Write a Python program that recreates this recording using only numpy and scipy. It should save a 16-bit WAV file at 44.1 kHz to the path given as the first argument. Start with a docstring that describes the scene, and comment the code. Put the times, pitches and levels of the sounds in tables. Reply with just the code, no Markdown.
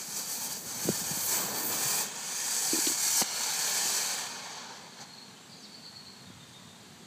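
"""Outdoors, on a wooden board close to a hand-held camera, a smoke ball burns: its fuse sputters, the
charge flares, and smoke hisses from the vent, clears with a pop and dies away. The jet is noise in three
bands, combed by the board's reflection; the flame is low fluttering noise. Pops and knocks are damped
modes, snaps are short noise bursts. A distant bird of gliding sines and its echoes comes through a light
breeze of low rumble and a steady outdoor wash."""
import sys
import numpy as np
from scipy import signal
from scipy.fft import rfft, irfft, next_fast_len
from scipy.io import wavfile
from scipy.ndimage import uniform_filter1d

SR = 44100
rng = np.random.default_rng(int(sys.argv[2]) if len(sys.argv) > 2 else 0)


def digitize_waveform(pressure):
    """Quantize a signal to 16-bit integers and store it at the path in sys.argv[1].

    Rows of a 2-D input are taken as channels; values are limited to [-1, 1].
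    """
    field = np.atleast_2d(pressure).T
    bounded = np.clip(field, -1, 1)
    quanta = np.round(bounded * 32767).astype(np.int16)
    wavfile.write(sys.argv[1], SR, quanta)


N = 311346
TIME = np.arange(N) / SR
FRAME, HOP = 2048, 512  # samples per spectral frame, and from one frame to the next
BINS = np.fft.rfftfreq(FRAME, 1 / SR)
FRAMES = np.arange(N // HOP + 5) * HOP / SR

# how hard the powder burns, before spurts and clearings: (time [s], hiss level [dB])
BURN = [(0, -41), (.78, -40.5), (.85, -37), (1.34, -36.5), (1.52, -42.5), (1.8, -37), (1.825, -33.5),
        (2.72, -28), (3.96, -31), (4.18, -37), (4.34, -44), (4.52, -46), (4.74, -52), (4.9, -58),
        (5.5, -66), (7, -68.5)]
# brief spurts (+) and lulls (-) of the burn:
# (time [s], half width to 1/e [s], change of hiss [dB], extra fizz [dB])
SPURTS = [(.06, 0.02, -1.5, 2), (.179, 0.041, 5.5, 1), (.326, 0.05, 4, 3.5), (.443, 0.038, 3, 4),
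          (.524, .018, 3.5, 2), (.623, 0.043, -6.5, 5), (1.038, 0.029, -1.5, -1.5), (1.255, 0.037, 0.5, 5),
          (1.338, 0.045, 3.5, -0.5), (1.58, 0.033, 2.5, 1.5), (1.665, 0.035, -3, 6.5),
          (2.966, 0.042, -3, -1.5), (3.213, 0.053, 4.5, 0.5), (5.018, .03, 13, 2)]
# the vent blows clear, the hiss collapses, then it builds as slag narrows the hole again:
# (middle of the fall [s], fall time [s], drop before recovery [dB], recovery time constant [s],
#  lasting gain of the roar [dB])
CLEARINGS = [(2.056, 0.093, 15.5, 0.33, 0), (3.227, 0.032, 12, 0.19, 3)]
# relative spectral density of the jet: (frequency [Hz], density [dB per Hz])
JET_COLOUR = [(40, -48), (110, -25), (200, -12.5), (310, -10), (450, 0.5), (670, -4.5), (780, 1),
              (1250, -0.5), (2200, -1.5), (3900, -1), (6300, 6), (8000, 3.5), (9700, -5), (15200, -9.5)]
# change of the jet's colour in the full flame: (frequency [Hz], change [dB])
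FLAME_TINT = [(900, 6.5), (2800, -0.5), (4400, 4), (8000, 4.5), (10000, -0.5), (15000, 5.5)]
# change of its colour as the pressure runs out: (frequency [Hz], change [dB])
SPENT_TINT = [(250, 1), (750, 4), (1600, 0), (3000, -4.5), (4500, 2), (6000, 1), (8500, -8.5)]
# change of its colour once the pop has widened the vent, which now rings: (frequency [Hz], change [dB])
WIDE_VENT_TINT = [(330, -2), (520, 1), (2500, -.5), (3600, 0), (4200, 3.5), (4800, 2), (5600, 0),
                  (9000, -.5)]
# delay of the board's reflection, which follows the camera's height: (time [s], delay [ms])
BOUNCE_LAG = [(0, 1.293), (.2, 1.296), (.45, 1.31), (1.5, 1.309), (1.7, 1.28), (2.3, 1.267), (2.7, 1.281),
              (2.9, 1.308), (3.1, 1.369), (3.28, 1.379), (3.55, 1.321), (3.75, 1.297), (4.25, 1.292),
              (4.6, 1.309)]
# strength of that reflection: (frequency [Hz], share of the direct sound [ratio])
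BOUNCE = [(300, .25), (850, .36), (1400, .24), (2000, .42), (2800, .44), (3500, .1), (6500, .07),
          (9000, .24), (11500, .33), (13500, .55)]
# the open flame, before its flutter: (time [s], level [dB])
FLAME = [(0, -58), (.85, -49.5), (1.25, -50.5), (1.4, -41.5), (1.75, -43), (1.85, -49), (2.03, -48.5),
         (2.6, -77)]
# relative spectral density of the flame: (frequency [Hz], density [dB per Hz])
FLAME_COLOUR = [(30, -46), (90, -12), (190, 7.5), (300, 1), (500, 3.5), (900, -4.5), (1400, -7),
                (3000, -26)]
# low pops and puffs of burning powder: (time [s], peak level [dB], pitch [Hz])
POPS = [(.083, -46, 160), (.852, -28, 157), (.871, -27.5, 204), (.8825, -24.5, 253), (.8891, -15.5, 310),
        (.896, -21, 176), (1.015, -36, 165), (1.11, -29.5, 163), (1.171, -33.5, 192), (1.853, -37.5, 137),
        (3.216, -20.5, 474), (3.2202, -20.5, 600), (3.22, -26, 221), (3.675, -31, 650), (3.855, -41, 215),
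        (6.301, -41, 203)]
# dry snaps: a bursting spark, the ticks of the finger knocks near 2.87 s and the crack of the vent's pop at
# 3.22 s: (time [s], peak level [dB], pitch [Hz])
SNAPS = [(1.0685, -25, 7960), (2.867, -22, 3400), (2.8705, -26, 3200), (2.88, -21.5, 3620),
         (3.2205, -24, 2160), (5.006, -45, 6600)]
# dull knocks of fingers on the camera body: (time [s], peak level [dB])
KNOCKS = [(2.7317, -22), (2.744, -28), (2.756, -31), (2.773, -34), (2.785, -29), (2.87, -25), (2.899, -33),
          (2.914, -35)]
# single whistles of the bird, before its waver and echoes:
# (time [s], length [s], first pitch [Hz], last pitch [Hz], relative level [dB])
WHISTLES = [(4.85, 0.24, 4350, 4320, -58), (5.03, 0.26, 4260, 4310, -52), (5.36, 0.025, 3070, 3030, -58),
            (5.37, .13, 7300, 7550, -63.5), (5.555, .07, 6700, 6200, -58), (5.624, .025, 5640, 5200, -54)]
# its runs of like notes:
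# (time [s], notes [count], period [s], note length [s], first pitch [Hz], last pitch [Hz],
#  pitch step per note [Hz], relative level mid-run [dB])
TRILLS = [(5.512, 2, .12, .035, 4900, 3850, 0, -47.5), (5.475, 7, .111, .11, 4720, 4620, -60, -51.5),
          (5.738, 4, .108, .025, 4130, 4560, -34, -43), (6.248, 4, 0.14, .065, 3740, 3670, -30, -55)]
# breeze on the microphone, before its gusting: (time [s], level [dB])
BREEZE = [(0, -73), (.9, -55), (1.4, -58), (1.9, -63), (2.15, -78), (5.4, -81), (6.2, -61), (7, -64)]
# relative spectral density of the outdoor background: (frequency [Hz], density [dB per Hz])
AIR_COLOUR = [(25, -30), (60, -43), (110, -4.5), (160, 2), (230, 3), (300, -7.5), (420, -5), (560, -11),
              (850, -9), (1400, -12), (2600, -14), (4100, -10), (5300, -18), (7500, -14.5), (10000, -24),
              (15200, -30.5)]
# the microphone port rings near 1.8 and 4.5 kHz and cancels just above each, here at full share:
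# (frequency [Hz], response [dB])
PORT = [(1620, -2), (1770, 2), (1930, -4.5), (2080, .5), (2400, -2.5), (4050, -1.5), (4380, 7), (4570, 4.5),
        (4740, 7), (4920, 0), (5020, -18), (5060, -18), (5140, -4), (5300, 0), (5500, -2), (5800, 3.5),
        (7400, 2.5), (7900, 4), (9500, -2)]

ROAR_DB, FIZZ_DB = -10.5, -5.5  # starting balance relative to the hiss
FLAME_ROAR_DB, FLAME_FIZZ_DB = 9, 6  # the full flame adds to both
OPEN_ROAR, OPEN_FIZZ = 0.38, -0.33  # an open vent is duller: dB per dB of lost hiss
STRONG_DB, WEAK_DB = -28, -49.5  # the smoke jet turns from hiss to roar between these burn levels
WEAK_ROAR_DB, WEAK_FIZZ_DB = 10.5, -6  # change of each at the weaker level
SPURT_ROAR, LULL_ROAR = -0.3, 0.4  # roar gains less in a spurt, sinks further in a lull: dB per dB
SPENT_DB, SPENT_RANGE_DB = -38.5, 14  # the pressure runs out below this burn level, over this range
ROAR_TOP_HZ, FIZZ_BOTTOM_HZ = 3900, 9000  # the hiss lies between
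SPARK_SHARE = 0.05  # share of the hiss and fizz power that comes in separate sparks
POP_T60_S, POP_HZ, POP_DAMPING = 0.028, 168, 1.98  # ring time at that pitch; higher pops die faster
TRILL_FADE_DB = -6  # change toward the edges of a run
BREEZE_LOW_HZ, BREEZE_HIGH_HZ = 88, 150  # the band of its rumble
EDGE_HZ = 15420  # the recorder's upper band limit


def jet():
    """Turbulent mixing: gas leaving the vent makes broadband roar, hiss and fizz that sputter together."""
    gas = noise(amp(jet_colour()) * board(), patchy_db=1.75, port_share=0.88)
    low = below(gas, ROAR_TOP_HZ, order=16)
    not_high = below(gas, FIZZ_BOTTOM_HZ, order=16)
    hiss_db, roar_db, fizz_db = vent(TIME)
    roar = evened(low) * amp(hiss_db + roar_db)
    hiss = evened(not_high - low) * amp(hiss_db)
    fizz = evened(gas - not_high) * amp(hiss_db + fizz_db)
    sputter = wobble(hz=54.7)
    crackle = np.sqrt(1 - SPARK_SHARE + SPARK_SHARE * sparks(per_s=450, spread_db=3.5))
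    return roar * amp(0.57 * sputter) + (hiss + fizz) * amp(0.65 * sputter) * crackle


def jet_colour():
    """Source spectrum: flame, pressure and vent width tilt the jet's density, in dB per bin and frame."""
    slack = np.clip((SPENT_DB - follow(BURN, FRAMES)) / SPENT_RANGE_DB, 0, 1)
    # weak fizz also changes its slope toward the top: dB per dB of fizz
    brightness_db = vent(FRAMES)[2] + 6
    fizz_slope = colour([(8500, -0.078), (9500, -0.24), (15000, 0.44)])
    flame_db = flame_heat(FRAMES) * colour(FLAME_TINT)
    spent_db = slack * colour(SPENT_TINT)
    widened_db = (FRAMES > CLEARINGS[-1][0]) * colour(WIDE_VENT_TINT)
    return colour(JET_COLOUR) + flame_db + spent_db + brightness_db * fizz_slope + widened_db


def vent(t):
    """Orifice flow: burn and vent opening set the hiss level, and roar and fizz relative to it, in dB."""
    spurt, spurt_fizz = 0, 0
    for s, width, db, fizz_db in SPURTS:
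        bump = np.exp(-((t - s) / width) ** 2)
        spurt = spurt + db * bump
        spurt_fizz = spurt_fizz + fizz_db * bump
    burn = follow(BURN, t) + spurt

    lost, widened, smoking = 0, 0, 0
    for s, fall, drop_db, recovery, roar_db in CLEARINGS:
        cleared = np.clip((t - s) / fall + 0.5, 0, 1)
        lost = lost + drop_db * cleared * np.exp(-np.maximum(t - s, 0) / recovery)
        widened = widened + roar_db * cleared
        smoking = np.maximum(smoking, cleared)

    weak = smoking * np.clip((STRONG_DB - burn) / (STRONG_DB - WEAK_DB), 0, 1)
    heat = flame_heat(t)
    spurt_roar = spurt * np.where(spurt > 0, SPURT_ROAR, LULL_ROAR)
    roar = ROAR_DB + FLAME_ROAR_DB * heat + OPEN_ROAR * lost + WEAK_ROAR_DB * weak + spurt_roar + widened
    fizz = FIZZ_DB + FLAME_FIZZ_DB * heat + OPEN_FIZZ * lost + WEAK_FIZZ_DB * weak + spurt_fizz
    return burn - lost, roar, fizz


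def sparks(per_s, spread_db):
    """Shot noise: grains burning at random give sub-millisecond power bursts of very uneven size."""
    lit = rng.random(N) < per_s / SR
    size = amp(spread_db * np.minimum(rng.exponential(1, N), 4)) * lit
    decay_s = 0.00014
    power = signal.lfilter([1], [1, -np.exp(-1 / (decay_s * SR))], size ** 2)
    return power / power.mean()


def board():
    """Interference: direct sound and its reflection off the board form a slowly shifting comb."""
    turns = BINS[:, None] * follow(BOUNCE_LAG, FRAMES) / 1000 - 0.14  # phase lag in cycles
    return abs(1 + colour(BOUNCE) * np.exp(-2j * np.pi * turns))


def flame():
    """Combustion noise: the flaring charge flutters with a low roar."""
    flutter_db = 1.0 * wobble(hz=32)
    return noise(amp(colour(FLAME_COLOUR)), patchy_db=2.6, port_share=1) * amp(follow(FLAME, TIME) + flutter_db)


def flame_heat(t):
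    """Relative amplitude: strength of the open flame, one at its height."""
    return amp(follow(FLAME, t) - max(db for s, db in FLAME))


def pops():
    """Impulsive expansion: pockets of powder push the air in short, heavily damped oscillations."""
    out = np.zeros(N)
    for s, db, hz in POPS:
        t60 = POP_T60_S * (POP_HZ / hz) ** POP_DAMPING
        add(out, s, amp(db) * ring(hz, t60, rise_cycles=0.64))
    return out


def snaps():
    """Noise-excited resonance: each snap is a few milliseconds of coloured noise."""
    out, t = np.zeros(N), np.arange(SR // 50) / SR
    for s, db, hz in SNAPS:
        burst = rng.standard_normal(len(t)) * amp(-60 * t / 0.015)
        mode = ring(hz, t60=0.0031, rise_cycles=0.27)[:len(t)]
        snap = np.convolve(burst, mode)
        add(out, s, amp(db) * snap / abs(snap).max())
    return out


def knocks():
    """Modal excitation: each touch rings the one low mode of the camera body."""
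    out, body = np.zeros(N), ring(hz=304, t60=0.029, rise_cycles=0.52)
    for s, db in KNOCKS:
        add(out, s, amp(db) * body)
    return out


def bird():
    """Frequency modulation and scattering: gliding whistles, blurred by leaves and echoed by the garden."""
    song, waver = np.zeros(N), wobble(hz=298)
    for s, length, first_hz, last_hz, db in list(WHISTLES) + trill_notes():
        count = int(length * SR)
        rough = 0.018 + 0.14 * abs(np.log(last_hz / first_hz))  # wide glides are the roughest
        note_waver = waver[round(s * SR) - count:][:count]
        pitch = np.linspace(first_hz, last_hz, count) * (1 + rough * note_waver)
        whistle = np.sin(2 * np.pi * np.cumsum(pitch) / SR) * signal.windows.tukey(count, 0.6)
        add(song, s, amp(db) * evened(whistle))
    leaves = scattered(song, t60=0.066)
    garden = scattered(song, t60=0.57)
    return amp(-4.0) * song + amp(-10.0) * leaves + amp(-6.0) * garden


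def trill_notes():
    """Periodic repetition: evenly paced notes, level or stepping down in pitch, swell mid-run and fade."""
    notes = []
    for s, count, period, length, first_hz, last_hz, step_hz, db in TRILLS:
        count = round(count)
        for k in range(count):
            edge = (2 * k + 1) / count - 1  # zero in mid-run, nearing one at either end
            step = k * step_hz
            level_db = db + TRILL_FADE_DB * edge ** 2
            notes.append((s + k * period, length, first_hz + step, last_hz + step, level_db))
    return notes


def breeze():
    """Wind-induced pressure: moving air buffets the microphone with a lumpy low rumble."""
    gusts = below(rng.standard_normal(N), BREEZE_HIGH_HZ, order=6)
    rumble = evened(gusts - below(gusts, BREEZE_LOW_HZ, order=5))
    return rumble * amp(follow(BREEZE, TIME) + 1.9 * wobble(hz=9))


def air():
    """Diffuse ambience: a steady outdoor wash with a soft, lumpy rumble."""
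    return amp(-52.0) * noise(amp(colour(AIR_COLOUR)), patchy_db=1.46, port_share=0.26)


def noise(gain, patchy_db, port_share):
    """Spectral shaping: noise of given gain per bin and frame, in patches; diffuse sound rings the port less."""
    real, imag, patches = rng.standard_normal((3, len(BINS), len(FRAMES)))
    patches = uniform_filter1d(patches, size=4, axis=0)
    patches = evened(uniform_filter1d(patches, size=10, axis=1))
    lag = follow(BOUNCE_LAG, FRAMES)
    port_db = colour(PORT, stretch=(lag / np.median(lag)) ** 0.37)  # the notch shifts as the camera tilts
    spectrum = (real + 1j * imag) * gain * amp(port_share * port_db + patchy_db * patches)
    return evened(signal.istft(spectrum, nperseg=FRAME, noverlap=FRAME - HOP)[1][:N])


def ring(hz, t60, rise_cycles):
    """Damped oscillation: one mode with a soft start and a peak of one radiates by its rate of change."""
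    t = np.arange(SR // 5) / SR
    rise = (1 - np.exp(-t * hz / rise_cycles)) ** 2
    motion = -np.cos(2 * np.pi * hz * t) * amp(-60 * t / t60) * rise
    wave = np.diff(motion, prepend=0)
    return wave / abs(wave).max()


def scattered(x, t60):
    """Multiple scattering: a dense cloud of echoes of unit total energy dies exponentially."""
    t = np.arange(SR // 2) / SR
    tail = rng.standard_normal(len(t)) * amp(-60 * t / t60)
    return signal.oaconvolve(x, tail / np.linalg.norm(tail))[:N]


def wobble(hz):
    """Band-limited fluctuation: random motion of unit rms, up to a rate."""
    return evened(below(rng.standard_normal(N), hz, order=4))


def below(x, hz, order=8):
    """Zero-phase filtering: low-pass without delay."""
    size = next_fast_len(len(x) + 4096)
    f = np.fft.rfftfreq(size, 1 / SR)
    return irfft(rfft(x, size) / (1 + (f / hz) ** order), size)[:len(x)]


def colour(points, stretch=1):
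    """Log-frequency interpolation: a spectrum as a column of bins; stretch lowers its features."""
    hz, value = np.transpose(points)
    return np.interp(np.log(BINS[:, None] * stretch + 1), np.log(hz + 1), value)


def follow(rows, t):
    """Linear interpolation: reads a curve at the times t."""
    return np.interp(t, *np.transpose(rows))


def amp(db):
    """Logarithmic level: decibels to amplitude gain."""
    return 10 ** (np.asarray(db) / 20)


def evened(x):
    """Power normalisation: scales to an rms of one."""
    return x / np.sqrt(np.mean(x ** 2) + 1e-20)


def add(mix, s, sound):
    """Superposition: mixes a sound in at s seconds."""
    part = mix[max(round(s * SR), 0):][:len(sound)]
    part += sound[:len(part)]


def scene():
    """Superposition: all sources reach one microphone, the same in both channels."""
    mono = jet() + flame() + pops() + snaps() + knocks() + bird() + breeze() + air()
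    return np.array([mono, mono])


def record(dry):
    """Band limiting: the recorder cuts the bass and ends steeply at the top."""
    thin = signal.sosfilt(signal.butter(3, 55, "highpass", fs=SR, output="sos"), dry)
    band_limit = signal.firwin(801, EDGE_HZ, window=("kaiser", 9), fs=SR)
    return signal.oaconvolve(thin, band_limit[None], "same")


dry = scene()
out = record(dry)
digitize_waveform(out)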